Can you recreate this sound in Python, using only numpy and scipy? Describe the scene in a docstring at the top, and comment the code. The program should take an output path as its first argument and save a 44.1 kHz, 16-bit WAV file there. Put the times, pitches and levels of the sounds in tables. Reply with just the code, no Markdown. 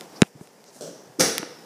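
"""Foam mat in a tiled room

A large foam mat is swung round: it flaps once, then slaps down flat, squeezing out bursts of air
that set the room reverberating. Close by, fingers knock and tick on a hand-held camera, exciting
the damped modes of its case. Mat and clothes rustle by friction over a quiet room tone."""
import sys
import numpy as np
from scipy import signal
from scipy.fft import rfft, irfft
from scipy.io import wavfile
from scipy.ndimage import uniform_filter1d

SR = 44100
rng = np.random.default_rng(int(sys.argv[2]) if len(sys.argv) > 2 else 0)


def store_pcm(level_fs):
    """Save levels as 16-bit WAV."""
    pcm = np.round(np.clip(level_fs, -1, 1) * 32767).astype(np.int16)
    wavfile.write(sys.argv[1], SR, np.atleast_2d(pcm).T)


N = 72765

# parts of the mat meeting the floor (time [s], relative level [dB], time constant [s], crack [ratio])
SLAP_BURSTS = [(1.1885, -32.5, 0.0024, 0), (1.1950, -1.5, 0.0032, 0), (1.2046, -2, 0.00077, 0.35),
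               (1.2075, 1, 0.00079, 0.063), (1.2100, -5, 0.00076, 0), (1.2156, -4, 0.00052, 0.69)]
# spectrum of the slap (frequency [Hz], relative density [dB])
SLAP_SPECTRUM = [(40, -21), (110, -18), (170, -5.5), (250, -2.5), (380, 1), (510, 2.5), (590, -13),
                 (730, -7.5), (930, -14.5), (1100, -12.5), (1450, -9), (1600, -15.5), (2600, -17),
                 (4400, -15.5), (5150, -8), (6000, -5), (7000, -13.5), (10300, -16.5), (12000, -20.5),
                 (13300, -34), (15000, -24)]
def slap():
    """Distributed impact: the mat lands part by part within a few hundredths of a second."""
    return foam_bursts(SLAP_BURSTS, SLAP_SPECTRUM, level_db=9, room_db=2.5)


def air_puff(time_s=1.192, hz=330, level_db=-21, width_s=0.0022):
    """Air displacement: the cushion under the mat escapes as one pulse just ahead of the slap."""
    t = np.arange(N) / SR - time_s
    return -amp(level_db) * np.sin(2 * np.pi * hz * t) * gaussian(t, width_s)


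# the mat flapping in the air (time [s], relative level [dB], time constant [s], crack [ratio])
FLAP_BURSTS = [(.8094, 1.5, 0.00059, 0.57), (.8206, 0, .001, 0.27), (.833, -5.5, 0.0028, 0.086),
               (.852, -10, 0.00083, 0.13), (.867, -6.5, 0.0019, 0.12)]
# spectrum of the flap (frequency [Hz], relative density [dB])
FLAP_SPECTRUM = [(24, -56), (40, -28), (91, -23), (162, 0), (197, -11), (287, -1), (637, -1.5), (881, -32),
                 (1450, -16), (1910, -35.5), (3060, -26), (3840, -26.5), (5860, -14.5), (15500, -38)]
def flap():
    """Transient train: the swinging mat gives off quick bursts that are heard as one flap."""
    return foam_bursts(FLAP_BURSTS, FLAP_SPECTRUM, level_db=-11, room_db=5.5)


def foam_bursts(bursts, spectrum, level_db, room_db):
    """Source and filter: bursts of squeezed air, some with a crack, and their echoes share a spectrum."""
    t, out = np.arange(SR // 10) / SR, np.zeros(N)
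    for time_s, db, tau_s, crack in bursts:
        air = rng.standard_normal(len(t)) * t * np.exp(-t / tau_s)
        burst = air / np.linalg.norm(air) - crack * (t == 0)
        direct = np.zeros(N)
        add(direct, time_s, amp(db) * burst / np.linalg.norm(burst))
        out += direct + amp(room_db) * reverberation(direct)
    return amp(level_db) * colour(out, spectrum)


# hard touches (time [s], gain [dB], low-pass cutoff [Hz], snap [ratio], mode pitch [ratio])
FINGER_TICKS = [(.0096, -20, 9100, 0.14, 1.35), (.2193, 3.5, 6500, 0.53, 0.98), (.2306, -0.5, 1500, 1, 1),
                (0.4098, -24, 695, .5, 0.59), (0.4732, -38.5, 12000, .6, 1.02), (.6412, -28, 6500, .05, 3),
                (1.3811, -5, 12900, 0.23, 1.347), (1.4296, -9, 1330, .05, 1.02)]
# modes of the camera case at pitch ratio 1 (frequency [Hz], relative level [dB], T60 [s])
CASE_MODES = [(793, -15, 0.0089), (1500, -7.5, 0.0059), (2660, -4, 0.004), (3875, -8.5, 0.0068),
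              (5250, -11, 0.0058), (7140, -1.5, 0.002), (10500, -4, 0.0031)]
def case_ticks():
    """Modal ringing: a hard touch snaps and rings the camera case, at a pitch set by the spot struck."""
    t, out = np.arange(SR // 10) / SR, np.zeros(N)
    for time_s, db, cutoff_hz, snap, pitch in FINGER_TICKS:
        modes = sum((-1) ** k * amp(mode_db) * damped_mode(t * pitch, hz, t60)
                    for k, (hz, mode_db, t60) in enumerate(CASE_MODES))
        lowpass = signal.butter(2, cutoff_hz, fs=SR)
        add(out, time_s, amp(db) * signal.lfilter(*lowpass, modes + snap * (t == 0)))
    return out


# soft pushes of the fingers (time [s], gain [dB], frequency [Hz], T60 [s])
FINGER_THUMPS = [(.2203, 9, 194, .021), (0.3508, -37, 136.5, 0.058), (0.3586, -35, 167.5, 0.027),
                 (0.4106, -24, 170, .025), (1.3958, -26, 192, 0.037), (1.4288, -21, 307, 0.043)]
def case_thumps(rise_s=0.0019, overtone_db=-3.5):
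    """Structure-borne sound: a soft push reaches the microphone through the case as two low modes."""
    t, out = np.arange(SR // 10) / SR, np.zeros(N)
    attack = 1 - np.exp(-t / rise_s)
    for time_s, db, hz, t60 in FINGER_THUMPS:
        overtone = amp(overtone_db) * damped_mode(t, 2.18 * hz, 0.63 * t60)
        add(out, time_s, amp(db) * attack * (overtone - damped_mode(t, hz, t60)))
    return out


# envelope of the rustle (time [s], level [dB])
RUSTLE_ENVELOPE = [(0, -42.5), (.05, -44.5), (.09, -48), (.17, -45), (.22, -44.5), (.3, -62), (.39, -53),
                   (.43, -53), (.52, -56), (.68, -54), (.72, -55), (.77, -52.5), (.85, -51), (1.15, -53),
                   (1.5, -49.5), (1.65, -48.5)]
# spectrum of the rustle (frequency [Hz], relative density [dB])
RUSTLE_SPECTRUM = [(24, -82), (40, -57), (91, -14.5), (154, 2), (301, 2.5), (325, 1), (484, 2.5), (621, -5),
                   (686, -0.5), (2220, -16.5), (4130, -18), (4920, -15.5), (15500, -26.5)]
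# brief bright hisses, two just after the knock
# (time [s], level [dB], width [s], centre [Hz], width [octaves])
BRIGHT_HISSES = [(.15, -61, 0.084, 5660, 0.069), (0.169, -49.5, 0.012, 4970, 0.16),
                 (0.259, -56.5, 0.012, 2420, 0.47), (.262, -58.5, 0.023, 7260, 0.64),
                 (.43, -58, 0.018, 8000, 0.44), (0.683, -55.5, 0.019, 5570, 0.37),
                 (0.767, -52.5, 0.03, 6630, 0.61), (.98, -57.5, 0.068, 5840, .12),
                 (1.54, -56, .09, 5250, .08)]
# dull shuffles on the floor (time [s], level [dB], width [s], centre [Hz], width [octaves])
FLOOR_SHUFFLES = [(.98, -55, 0.023, 262, 0.52), (1.1, -52, 0.02, 130, 0.25)]
def rustle(grain_db=1.2):
    """Friction noise: foam and cloth rub grainily; brief bright hisses and dull shuffles sound too."""
    t, hz = np.arange(N) / SR, np.fft.rfftfreq(N, 1 / SR)
    grain = amp(grain_db * unit_rms(uniform_filter1d(rng.standard_normal(N), size=150)))
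    envelope = amp(np.interp(t, *np.transpose(RUSTLE_ENVELOPE)))
    out = envelope * colour(unit_rms(grain * rng.standard_normal(N)), RUSTLE_SPECTRUM)
    for time_s, db, width_s, centre_hz, octaves in BRIGHT_HISSES + FLOOR_SHUFFLES:
        band = gaussian(np.log2((hz + 1) / centre_hz), octaves)
        hiss = irfft(rfft(rng.standard_normal(N)) * band, N)
        out += amp(db) * unit_rms(grain * hiss) * gaussian(t - time_s, width_s)
    return out


# reverberation time of the tiled room (frequency [Hz], T60 [s])
ROOM_T60 = [(100, 0.4), (400, 0.66), (1300, 0.7), (3000, 0.73), (5300, 0.58), (7000, 0.45), (9500, 0.48),
            (15000, .38)]
def reverberation(x, delay_s=0.0015, build_s=0.0013):
    """Diffuse field: dense reflections off tiles and walls decay exponentially, each band at its rate."""
    hz, t, bands = signal.stft(rng.choice([-1., 1.], N), SR, nperseg=256)
    decay = np.exp(-np.log(1000) * t / at_frequency(ROOM_T60, hz)[:, None])
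    tail = signal.istft(bands * decay, SR, nperseg=256)[1][:N]
    tail *= np.clip((np.arange(N) / SR - delay_s) / build_s, 0, 1)
    return signal.fftconvolve(x, tail / np.linalg.norm(tail))[:N]


# spectrum of the room tone (frequency [Hz], relative density [dB])
TONE_SPECTRUM = [(18, -72), (30, -59), (168, -4), (315, -27), (389, 0.5), (921, -8.5), (1110, -24),
                 (1440, -18.5), (1680, -11.5), (2070, -17), (4090, -28.5), (5040, -15.5), (15500, -31.5)]
def room_tone(level_db=-56.5):
    """Stationary noise: a quiet, coloured background."""
    return amp(level_db) * colour(rng.standard_normal(N), TONE_SPECTRUM)


def colour(x, spectrum, size=4096):
    """Minimum-phase filtering: imposes a spectrum through a causal response of unit energy."""
    hz = abs(np.fft.fftfreq(size, 1 / SR))
    log_gain = np.log(amp(at_frequency(spectrum, hz)))
    response = np.exp(np.conj(signal.hilbert(log_gain)))
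    taps = np.fft.ifft(response).real[:size // 2]
    return signal.fftconvolve(x, taps / np.linalg.norm(taps))[:len(x)]


def damped_mode(t, hz, t60):
    """Damped oscillation: a sine that falls 60 dB in t60 seconds."""
    return np.sin(2 * np.pi * hz * t) * np.exp(-np.log(1000) * t / t60)


def gaussian(x, width):
    """Bell curve of peak 1 and standard deviation width."""
    return np.exp(-.5 * (x / width) ** 2)


def amp(db):
    """Decibels to amplitude ratio."""
    return 10 ** (np.asarray(db) / 20)


def unit_rms(x):
    """Normalisation to rms 1."""
    return x / np.sqrt(np.mean(x ** 2) + 1e-20)


def at_frequency(table, hz):
    """Interpolation on a log-frequency axis."""
    table_hz, values = np.transpose(table)
    return np.interp(np.log(hz + 1), np.log(table_hz + 1), values)


def add(mix, time_s, sound):
    """Mixes a sound in at time_s."""
    part = mix[round(time_s * SR):][:len(sound)]
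    part += sound[:len(part)]


def scene():
    """Superposition: all sources sum into one channel."""
    return (room_tone() + slap() + air_puff() + flap() + rustle() + case_ticks() + case_thumps())[None]


def record(dry, bass_hz=85, treble_hz=15400):
    """Band limiting and overload: the microphone sheds deep bass, clips, then loses the top treble."""
    thin = signal.lfilter(*signal.butter(2, bass_hz, "high", fs=SR), dry)
    lowpass = signal.firwin(511, treble_hz, window=("kaiser", 9), fs=SR)
    return signal.oaconvolve(np.clip(thin, -1, 1), lowpass[None], "same")


dry = scene()
out = record(dry)
store_pcm(out)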